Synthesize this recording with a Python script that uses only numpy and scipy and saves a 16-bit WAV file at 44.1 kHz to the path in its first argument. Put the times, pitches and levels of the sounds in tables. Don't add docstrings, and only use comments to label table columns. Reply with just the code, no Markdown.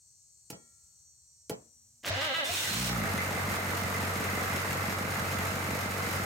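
import sys
import numpy as np
from scipy import signal
from scipy.fft import rfft, irfft, next_fast_len
from scipy.io import wavfile
from scipy.ndimage import uniform_filter1d, minimum_filter1d

SR = 44100
rng = np.random.default_rng(int(sys.argv[2]) if len(sys.argv) > 2 else 0)


def pcm_store(signal):
    levels = np.round(np.clip(np.atleast_2d(signal), -1, 1) * 32767)
    wavfile.write(sys.argv[1], SR, levels.astype(np.int16).T)


N = 275625
T = np.arange(N) / SR
SIZE = next_fast_len(N + SR // 2)
F = np.arange(SIZE // 2 + 1) * SR / SIZE

# (time [s], reference partial [Hz], level [dB]); the Hz act as a ratio to the first row
PUMP = [(0.0, 5870, -61.5), (1.03, 5865, -61), (1.2, 5855, -62), (2.02, 5820, -64)]
# (frequency [Hz], relative level [dB])
PARTIALS = [(4350, -83), (4673, -92), (5050, -88), (5394, -88), (5572, -80), (5744, -85), (5916, -72),
            (6045, -82), (6094, -87), (6325, -86), (6438, -79), (6616, -75), (6648, -85), (6788, -83),
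            (6966, -77), (7004, -86), (7138, -79), (7311, -80), (7483, -76), (7558, -82), (7660, -72),
            (7994, -79), (8339, -78), (8441, -82), (8527, -79), (8699, -76), (8877, -87), (10444, -93)]
# (frequency [Hz], relative density [dB])
BRUSHES = [(1940, -59), (3300, -36), (4220, -3), (5310, -17.5), (5890, 8), (6310, -0.5), (7730, 7.5),
           (8670, 4), (9580, -34), (11500, -44.5), (15000, -58), (22000, -120)]
ROTOR_HZ = 174
PUMP_LEAN_DB = 5

# (frequency [Hz], relative density [dB])
YARD = [(20, -20), (45, -7), (80, 0.5), (157, -10.5), (276, -29), (587, -27.5), (1550, -34.5),
        (3500, -34.5), (9500, -22.5), (15800, -30.5)]
YARD_DB = -71.5

# (time [s], contact snap [dB], panel rattle [dB], panel thud [dB], bracket ring [dB])
BLOWS = [(0.501, -35, -42.5, -50, -66), (0.524, -62, -45, -41, -93), (1.4950, -33, -31, -39, -87),
         (1.511, -60, -45, -36, -90), (2.033, -52, -50, -60, -84), (2.052, -43, -44, -60, -76),
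         (2.0605, -37, -44, -60, -85), (2.082, -37, -46, -60, -85)]
# (frequency [Hz], relative density [dB])
SNAP = [(710, -36), (1200, -18), (3070, -9), (3760, -20), (4240, -12.5), (6960, -7), (7590, -11),
        (15800, -12.5)]
# (frequency [Hz], level [dB], t60 [s])
PANEL = [(129, -5, .22), (151, -1, .2), (188, 2, .14), (228, -9, .4), (345, -11, .12), (436, -7, .24),
         (484, 0, .09), (528, -7, .15), (592, -3, .1), (655, -6, .13), (834, -6, .11), (960, -14, .07),
         (1320, -12, .07), (1900, -17, .07)]
# (frequency [Hz], level [dB], t60 [s])
BRACKET = [(1367, -1, 1.3), (1884, -3, .89), (2256, -7, .8), (3252, -2, .5)]
# (frequency [Hz], relative density [dB])
BAY = [(60, -16), (150, 1), (240, 1), (500, 0), (900, -10.5), (1500, -21), (2500, -27), (4000, -39)]
THUD_BELOW_HZ = 300
RATTLE_S, THUD_S, THUD_CUT_HZ, BAY_DB, BAY_S = 0.0089, 0.00055, 110, -12.5, 0.048
HUM_FROM_S, HUM_TO_S, HUM_HZ, HUM_DB = 1.52, 2.03, 236, -80
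# (time [s], level [dB], frequency [Hz], t60 [s])
JOLTS = [(2.1, -25.5, 98, 0.45), (2.105, -22.5, 640, 0.085), (2.455, -31, 3560, 0.14), (2.5, -31, 93, 0.54),
         (2.493, -25.5, 704, 0.069), (2.645, -31, 1994, 0.18), (2.677, -29, 1550, 0.17),
         (2.958, -30, 1340, .1), (3.016, -25, 2000, .06)]

# (time [s], tooth rate [Hz])
TEETH = [(2.11, 190), (2.135, 225), (2.16, 262), (2.19, 272), (2.215, 296), (2.24, 320), (2.268, 306),
         (2.295, 266), (2.325, 256), (2.34, 318), (2.368, 334), (2.387, 328), (2.405, 298), (2.43, 268),
         (2.45, 272), (2.49, 335), (2.52, 372)]
# (upper whine from [s], low whine from [s], to [s], low whine [dB], upper whine at 300 teeth/s [dB])
STROKES = [(2.125, 2.11, 2.35, -42, -36.5), (2.33, 2.35, 2.465, -39.5, -33), (2.465, 2.455, 2.54, -37, -48)]
# (frequency [Hz], relative level [dB])
WHINE_LOW = [(120, -40), (200, -14), (265, -11), (330, -13), (400, -26), (480, -7), (535, 1.5), (620, -1),
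             (700, -1), (790, -7), (1000, -40)]
# (frequency [Hz], relative level [dB])
WHINE_HIGH = [(700, -40), (800, -6), (1050, -9), (1270, 2), (1430, -8), (1600, 3), (1830, -8), (2030, 6),
              (2150, -6), (2450, -8), (2640, -2), (2750, -6), (2900, 4), (3150, -2), (3350, -6), (3570, -2),
              (4100, -6), (5500, -35)]
# (time [s], initial grinding [dB], hiss [dB])
BITES = [(2.052, -35.5, -43), (2.446, -36.5, -40)]
# (frequency [Hz], relative density [dB])
GRIND = [(35, -42), (60, -12), (113, -1), (183, -12.5), (315, -8), (396, -12), (550, -3.5), (1390, -6.5),
         (1590, -4.5), (2940, -7), (6000, -16), (7800, -24), (13200, -120)]
# (frequency [Hz], relative density [dB])
HISS = [(1470, -6), (2500, -1.5), (4060, -1.5), (4780, -5), (5280, -1.5), (9070, -3), (9720, -7.5),
        (12100, -10.5), (15800, -8)]
# (frequency [Hz], width [Hz], level against hiss [dB])
HOUSING = [(1550, 45, -19), (2000, 80, -17), (2460, 45, -19), (2830, 40, -18), (3080, 30, -19),
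           (3550, 30, -19), (3750, 40, -19), (4180, 55, -18), (5730, 40, -18)]
LOW_RISE_S, HIGH_RISE_S, WHINE_FALL_S = .05, .025, .03
BRIGHTER_DB_PER_OCTAVE = 10.5
WOBBLE, FLUTTER_DB = .006, 3
GRIT = .8
GRIND_SAG_DB_PER_S, BITE_HISS_S = 16.5, 0.06
SOLENOID_S, SOLENOID_DB = 2.028, -43
CRANK_HISS_DB, HISS_DB_PER_OCTAVE = -47, 16
FREE_HISS_DB = -36
OUTRUN_S, LET_GO_S, LET_GO_FADE_S = 2.445, 2.927, 0.06
TIGHT_DB, TIGHT_BEFORE_S, TIGHT_WIDTH_S = -8, .04, .028

# (time [s], exhaust thump [dB], combustion knock [dB],
# gain of the knock's bass [dB], valve clatter [dB])
ENGINE = [(2.62, -43, -43, -8, -42), (2.7, -34.5, -48, -8, -34), (2.79, -37.5, -45, -10, -39),
          (2.88, -41.5, -39.5, -5, -43.5), (2.97, -36, -40.5, -6, -40), (3.05, -35.5, -36.5, -2, -40.5),
          (3.14, -36.5, -37, -5, -38.5), (3.3, -38.5, -37, -0.5, -39.5)]
# (time [s], firing rate [Hz])
SPEED = [(2.6, 41), (2.68, 46), (2.81, 62.4), (2.88, 61.5), (2.96, 57.8), (3.04, 50.8), (3.14, 47),
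         (3.3, 46.85), (3.55, 47.6), (3.8, 46.9), (4.2, 46.75), (4.5, 47.3), (5.1, 47.3), (5.3, 47.05),
         (6.25, 47.12)]
# (strength [dB], lateness [firing gaps], strength in nearer manifold [dB])
CYLINDERS = [(-2, -.03, 7), (5, -.04, -5), (-3, .03, 7.5), (-3, .03, -3), (1, .03, 1.5), (1, .01, -6.5),
             (2.5, .02, -6.5), (-1, -.01, -2)]
# (frequency [Hz], width [Hz], level [dB])
PIPE = [(91, 19, 0), (141, 18, -6)]
# (frequency [Hz], width [Hz], level [dB])
BODY = [(53.5, 11, -7.5), (120, 30, -7)]
# (frequency [Hz], width [Hz], level [dB])
MANIFOLD = [(196, 100, 0)]
# (frequency [Hz], width [Hz], level [dB], steady share against the bursts [ratio])
BLOCK = [(320, 60, -14, 1.5), (468, 65, -8, 2), (650, 90, -9, 2), (800, 90, -12, 1.5), (1175, 40, -11, .7),
         (1310, 80, -11, .7), (1870, 40, -15, .4), (2050, 55, -7, .25), (2270, 90, -15, .5),
         (2616, 70, -18, 1)]
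# (frequency [Hz], relative density [dB])
KNOCK = [(45, -31), (140, 3), (230, -2), (394, -6), (455, -1), (988, -5), (1320, -2), (1670, -4.5),
         (2050, -11.5), (3230, -29), (4000, -18.5), (5200, -40), (8800, -120)]
# (place [firing gaps], frequency [Hz], level [dB], t60 [s])
TAPS = [(1.88, 2050, 1, .04), (2.96, 2280, 4, .04), (2.98, 1480, 0, .04), (3.95, 1900, 0, .035),
        (5.05, 2100, -1, .05), (6.1, 2050, -1, .06), (6.8, 1175, 0, .05), (7.35, 1310, 2, .05),
        (7.9, 2150, 1, .04)]
# (frequency [Hz], relative density [dB])
CLATTER = [(1650, 3), (2800, -1.5), (3240, -6), (4080, -6), (5650, -6.5), (7070, -4.5), (8120, -8.5),
           (8790, -5), (10800, -12), (12400, -6), (15800, -15)]
TICKS_DB = [-3, 1, -5.5]
IDLE_HZ = SPEED[-1][1]
WANDER_DB, WANDER_PER_S = 0.58, 14
FIRST_CYLINDER_S = 4.6717
LOPE_DB = -5.5
FLARE_LOPE_DB_PER_HZ = 0.56
MANIFOLD_EARLY = .02
EVEN_ABOVE_IDLE_HZ = 14.7
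KNOCK_BASS_HZ = 463
CLACK_DB, CLACK_SPREAD_DB = -1, 3.5

# (frequency [Hz], level [dB])
SPREAD = [(40, -13), (85, -21.5), (175, -16), (350, -9), (700, -4), (1400, .5), (2800, 0), (5000, 0),
          (6400, -2), (7200, -14), (12000, -13), (15800, -12)]
# (frequency [Hz], level [dB])
LEAN = [(60, 1.5), (110, 0.5), (200, -2.5), (380, 1), (700, 1), (1290, -3), (2380, -0.5), (4400, -4.5),
        (8120, -0.5), (15000, 0.5)]
SCATTER = .6
BASS_CUT_HZ, LIMIT_DB, TOP_HZ = 54, -21, 15850


def undb(db):
    return 10 ** (np.asarray(db) / 20)


def unit(x):
    return x / np.sqrt(np.mean(x ** 2))


def through(x, response):
    return irfft(rfft(x, SIZE) * response, SIZE)[..., :N]


def shape(points):
    hz, db = np.transpose(points)
    return undb(np.interp(np.log(F + 1), np.log(hz), db))


def peaks(table):
    return sum((-1) ** k * undb(db) * 1j * F * w / (hz ** 2 - F ** 2 + 1j * F * w)
               for k, (hz, w, db) in enumerate(table))


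def rings(table):
    return rfft(sum(undb(db) * np.sin(2 * np.pi * hz * T) * np.exp(-np.log(1000) * T / t60)
                    for hz, db, t60 in table), SIZE)


def columns(table):
    s, *rest = np.transpose(table)
    return [np.interp(T, s, c) for c in rest]


def gate(on_s, off_s, fade_s):
    return np.clip(np.minimum(T - on_s, off_s - T) / fade_s, 0, 1)


def spikes(times_s, sizes):
    at = np.clip(np.asarray(times_s) * SR, 0, N - 2)
    i = at.astype(int)
    return np.bincount(i, sizes * (1 - at + i), N) + np.bincount(i + 1, sizes * (at - i), N)


def walk(rate_hz):
    k = int(SR / rate_hz)
    held = np.repeat(rng.standard_normal(N // k + 1), k)
    return 1.2 * uniform_filter1d(held, k)[:N]


def white():
    return rng.standard_normal(N)


def noise(points):
    return unit(through(white(), shape(points)))


def tail(x, seconds):
    return signal.lfilter([1], [1, -np.exp(-1 / (seconds * SR))], x)


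def scatter(short_s, long_s):
    delay = np.exp(-2j * np.pi * F * rng.uniform(short_s, long_s, (6, 1)))
    return np.prod((delay - SCATTER) / (1 - SCATTER * delay), axis=0)


def pump():
    hz, db = columns(PUMP)
    clock_s = np.cumsum(hz / hz[0]) / SR
    lines = sum(undb(d + 2.5 * walk(6)) * np.sin(2 * np.pi * (f * clock_s + rng.random()))
                for f, d in PARTIALS)
    pulse = .2 + np.exp(-(2 * ROTOR_HZ * clock_s % 1) / .25)
    fizz = unit(through(pulse * white(), shape(BRUSHES)))
    return undb(db) * (.75 * unit(lines) + .66 * fizz)


def yard():
    return undb(YARD_DB + 0.94 * walk(2.98)) * noise(YARD)


def blows():
    s, snap_db, rattle_db, thud_db, ring_db = np.transpose(BLOWS)
    snap = tail(tail(spikes(s, undb(snap_db)), 0.00063), 0.009) / (0.00074 * SR) * noise(SNAP)
    push = spikes(s + 0.00204, undb(rattle_db))
    rattle = tail(push, RATTLE_S) * white() / np.sqrt(RATTLE_S * SR)
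    thud = tail(tail(spikes(s, undb(thud_db)), THUD_S), THUD_S) / (THUD_S * SR) ** 2
    thud = through(thud, (1j * F / (1j * F + THUD_CUT_HZ)) ** 2)
    panel = through(rattle, rings([m for m in PANEL if m[0] > THUD_BELOW_HZ]))
    panel = panel + through(thud, rings([m for m in PANEL if m[0] < THUD_BELOW_HZ]))
    bay = undb(BAY_DB) * tail(tail(push, .005), BAY_S) / (.005 * SR) * noise(BAY)
    bracket = through(spikes(s, undb(ring_db)), rings(BRACKET))
    return snap + panel + bay + bracket


def relay_hum():
    level = undb(HUM_DB + 2 * walk(14)) * gate(HUM_FROM_S, HUM_TO_S, .02)
    return level * np.sin(2 * np.pi * HUM_HZ * T)


def starter():
    rate = columns(TEETH)[0]
    teeth = np.cumsum(rate * (1 + WOBBLE * walk(60))) / SR
    k = np.arange(int(teeth[-1]))
    jitter, force = rng.standard_normal((2, len(k)))
    mesh = spikes(np.interp(k + .009 * jitter, teeth, T), undb(2 * force))
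    grit = unit(1 - GRIT + GRIT * tail(mesh, .0009))
    mesh = through(mesh, scatter(.0003, .002))

    def swell(on_s, off_s, rise_s):
        return gate(on_s, 9, rise_s) * gate(-1, off_s, WHINE_FALL_S)

    low = sum(undb(db) * swell(on, off, LOW_RISE_S) for _, on, off, db, _ in STROKES)
    high = sum(undb(db) * swell(on, off, HIGH_RISE_S) for on, _, off, _, db in STROKES)
    high = high * undb(BRIGHTER_DB_PER_OCTAVE * np.log2(rate / 300))
    low = low * undb(FLUTTER_DB * walk(45.05))
    high = high * undb(FLUTTER_DB * walk(45.18))
    whine = low * unit(through(mesh, shape(WHINE_LOW))) + high * unit(through(mesh, shape(WHINE_HIGH)))

    grind = undb(SOLENOID_DB)
    crank_db = CRANK_HISS_DB + HISS_DB_PER_OCTAVE * np.log2(np.minimum(rate, 335) / 300)
    hiss = undb(crank_db) * gate(BITES[0][0], 9, .01)
    hiss = hiss + undb(FREE_HISS_DB + 1.2 * walk(16)) * gate(OUTRUN_S - .01, 9, 0.015)
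    for s, grind_db, hiss_db in BITES:
        grind = np.maximum(grind, gate(s, 9, 0.0056) * undb(grind_db - GRIND_SAG_DB_PER_S * (T - s)))
        hiss = np.maximum(hiss, gate(s, s + BITE_HISS_S, 0.014) * undb(hiss_db))
    slack = undb(sum(TIGHT_DB * np.exp(-((T - off + TIGHT_BEFORE_S) / TIGHT_WIDTH_S) ** 2)
                     for _, _, off, _, _ in STROKES))
    engaged = gate(SOLENOID_S, 9, 0.019) * gate(-1, LET_GO_S, LET_GO_FADE_S)
    scrape = undb(1.9 * walk(90) + 0.5 * walk(30)) * engaged
    housing = sum(undb(db + 4 * walk(18)) * unit(through(white(), peaks([(hz, w, 0)])))
                  for hz, w, db in HOUSING)
    grinding = np.sqrt(slack) * grind * unit(through(grit * white(), shape(GRIND)))
    hissing = slack * hiss * (noise(HISS) + housing)
    return whine + scrape * (grinding + hissing)


def jolts():
    total = 0
    for s, db, hz, t60 in JOLTS:
        ring = (T > s) * undb(db - 60 * abs(T - s) / t60) * np.sin(2 * np.pi * hz * (T - s))
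        total = total + tail(ring, 0.17 / hz) / (0.21 / hz * SR)
    return total


def exhaust(turns, k):
    strength_db, late, near_db = np.array(CYLINDERS)[k % 8].T
    jitter, force, near_force = rng.standard_normal((3, len(k)))
    fired_s = np.interp(k + late + .015 * jitter, turns, T)
    flare_hz = np.interp(fired_s, *np.transpose(SPEED)) - IDLE_HZ
    uneven = np.clip(1 - flare_hz / EVEN_ABOVE_IDLE_HZ, 0, 1)
    pipe = through(spikes(fired_s, undb(uneven * strength_db + force)), peaks(PIPE))
    body = through(spikes(fired_s, 2 * (1 - uneven)), peaks(BODY))
    near_db = LOPE_DB + FLARE_LOPE_DB_PER_HZ * flare_hz + near_db * uneven
    near = spikes(fired_s - MANIFOLD_EARLY / IDLE_HZ, undb(near_db + 1.24 * near_force))
    thump = unit(body - pipe + through(near, peaks(MANIFOLD) ** 2))
    rumble = .2 * unit(through(white(), peaks(BODY[:1] + PIPE)))
    return thump + rumble


def knock(turns, k):
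    jitter, force, *wall_forces = rng.standard_normal((2 + len(BLOCK), len(k)))
    burn_s = np.interp(k + 0.89 + 0.057 * jitter, turns, T)

    def shake(db, steady):
        burst = tail(tail(spikes(burn_s, undb(db)), .0012), .005)
        return (steady + burst / burst.mean()) * white()

    def clack():
        count = 2 * len(k)
        place = np.arange(count) / 2 + .4 + .1 * rng.standard_normal(count)
        force_db = CLACK_SPREAD_DB * rng.standard_normal(count)
        return undb(CLACK_DB) * unit(spikes(np.interp(place, turns, T), undb(force_db)))

    walls = 0
    for (hz, w, db, steady), wall_force in zip(BLOCK, wall_forces):
        drive = unit(shake(4.5 * wall_force, steady)) + clack()
        walls = walls + undb(db) * unit(through(drive, peaks([(hz, w, 0)])))
    cycles = k[:-8:8]
    taps = 0
    for place, *mode in TAPS:
        tap_force = undb(2.5 * rng.standard_normal(len(cycles)))
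        taps = taps + through(spikes(np.interp(cycles + place, turns, T), tap_force), rings([mode]))
    whole = unit(through(shake(2.2 * force, 2.3), shape(KNOCK)))
    return unit(whole + walls + taps)


def valve_gear(turns, k):
    j = np.arange(3 * len(k))
    jitter, force = rng.standard_normal((2, len(j)))
    tick_s = np.interp(j / 3 + .29 + .03 * jitter, turns, T)
    ticks = spikes(tick_s, undb(np.array(TICKS_DB)[j % 3] + 3.0 * force))
    ticks = tail(tail(ticks, 0.0043), 0.0029)
    return unit(through((0.58 + ticks / ticks.mean()) * white(), shape(CLATTER)))


def engine():
    thump_db, knock_db, bass_db, clatter_db = (db + WANDER_DB * walk(WANDER_PER_S) for db in columns(ENGINE))
    turns = np.cumsum(columns(SPEED)[0]) / SR
    turns = turns - np.interp(FIRST_CYLINDER_S, T, turns) % 8
    k = np.arange(int(turns[-1]))
    block = knock(turns, k)
    bass = through(block, 1 / (1 + (F / KNOCK_BASS_HZ) ** 6))
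    block = block + (undb(bass_db) - 1) * bass
    sound = undb(thump_db) * exhaust(turns, k) + undb(knock_db) * block
    sound = sound + undb(clatter_db) * valve_gear(turns, k)
    return gate(2.62, 9, 0.12) * sound


def scene():
    whirr = pump()
    mid = whirr + yard() + blows() + relay_hum() + starter() + jolts() + engine()
    side = through(mid, shape(SPREAD) * scatter(.0008, .007))
    side = side + whirr * np.tanh(PUMP_LEAN_DB * np.log(10) / 40)
    stereo = mid + side * np.array([[1], [-1]])
    return through(stereo, shape(LEAN) ** np.array([[.5], [-.5]]))


def record(dry):
    thin = signal.sosfilt(signal.butter(4, BASS_CUT_HZ, "high", fs=SR, output="sos"), dry)
    room = np.minimum(1, undb(LIMIT_DB) / (np.abs(thin).max(axis=0) + 1e-9))
    gain = uniform_filter1d(minimum_filter1d(room, size=201), size=201)
    return signal.sosfilt(signal.ellip(10, .2, 80, TOP_HZ, fs=SR, output="sos"), thin * gain)


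dry = scene()
out = record(dry)
pcm_store(out)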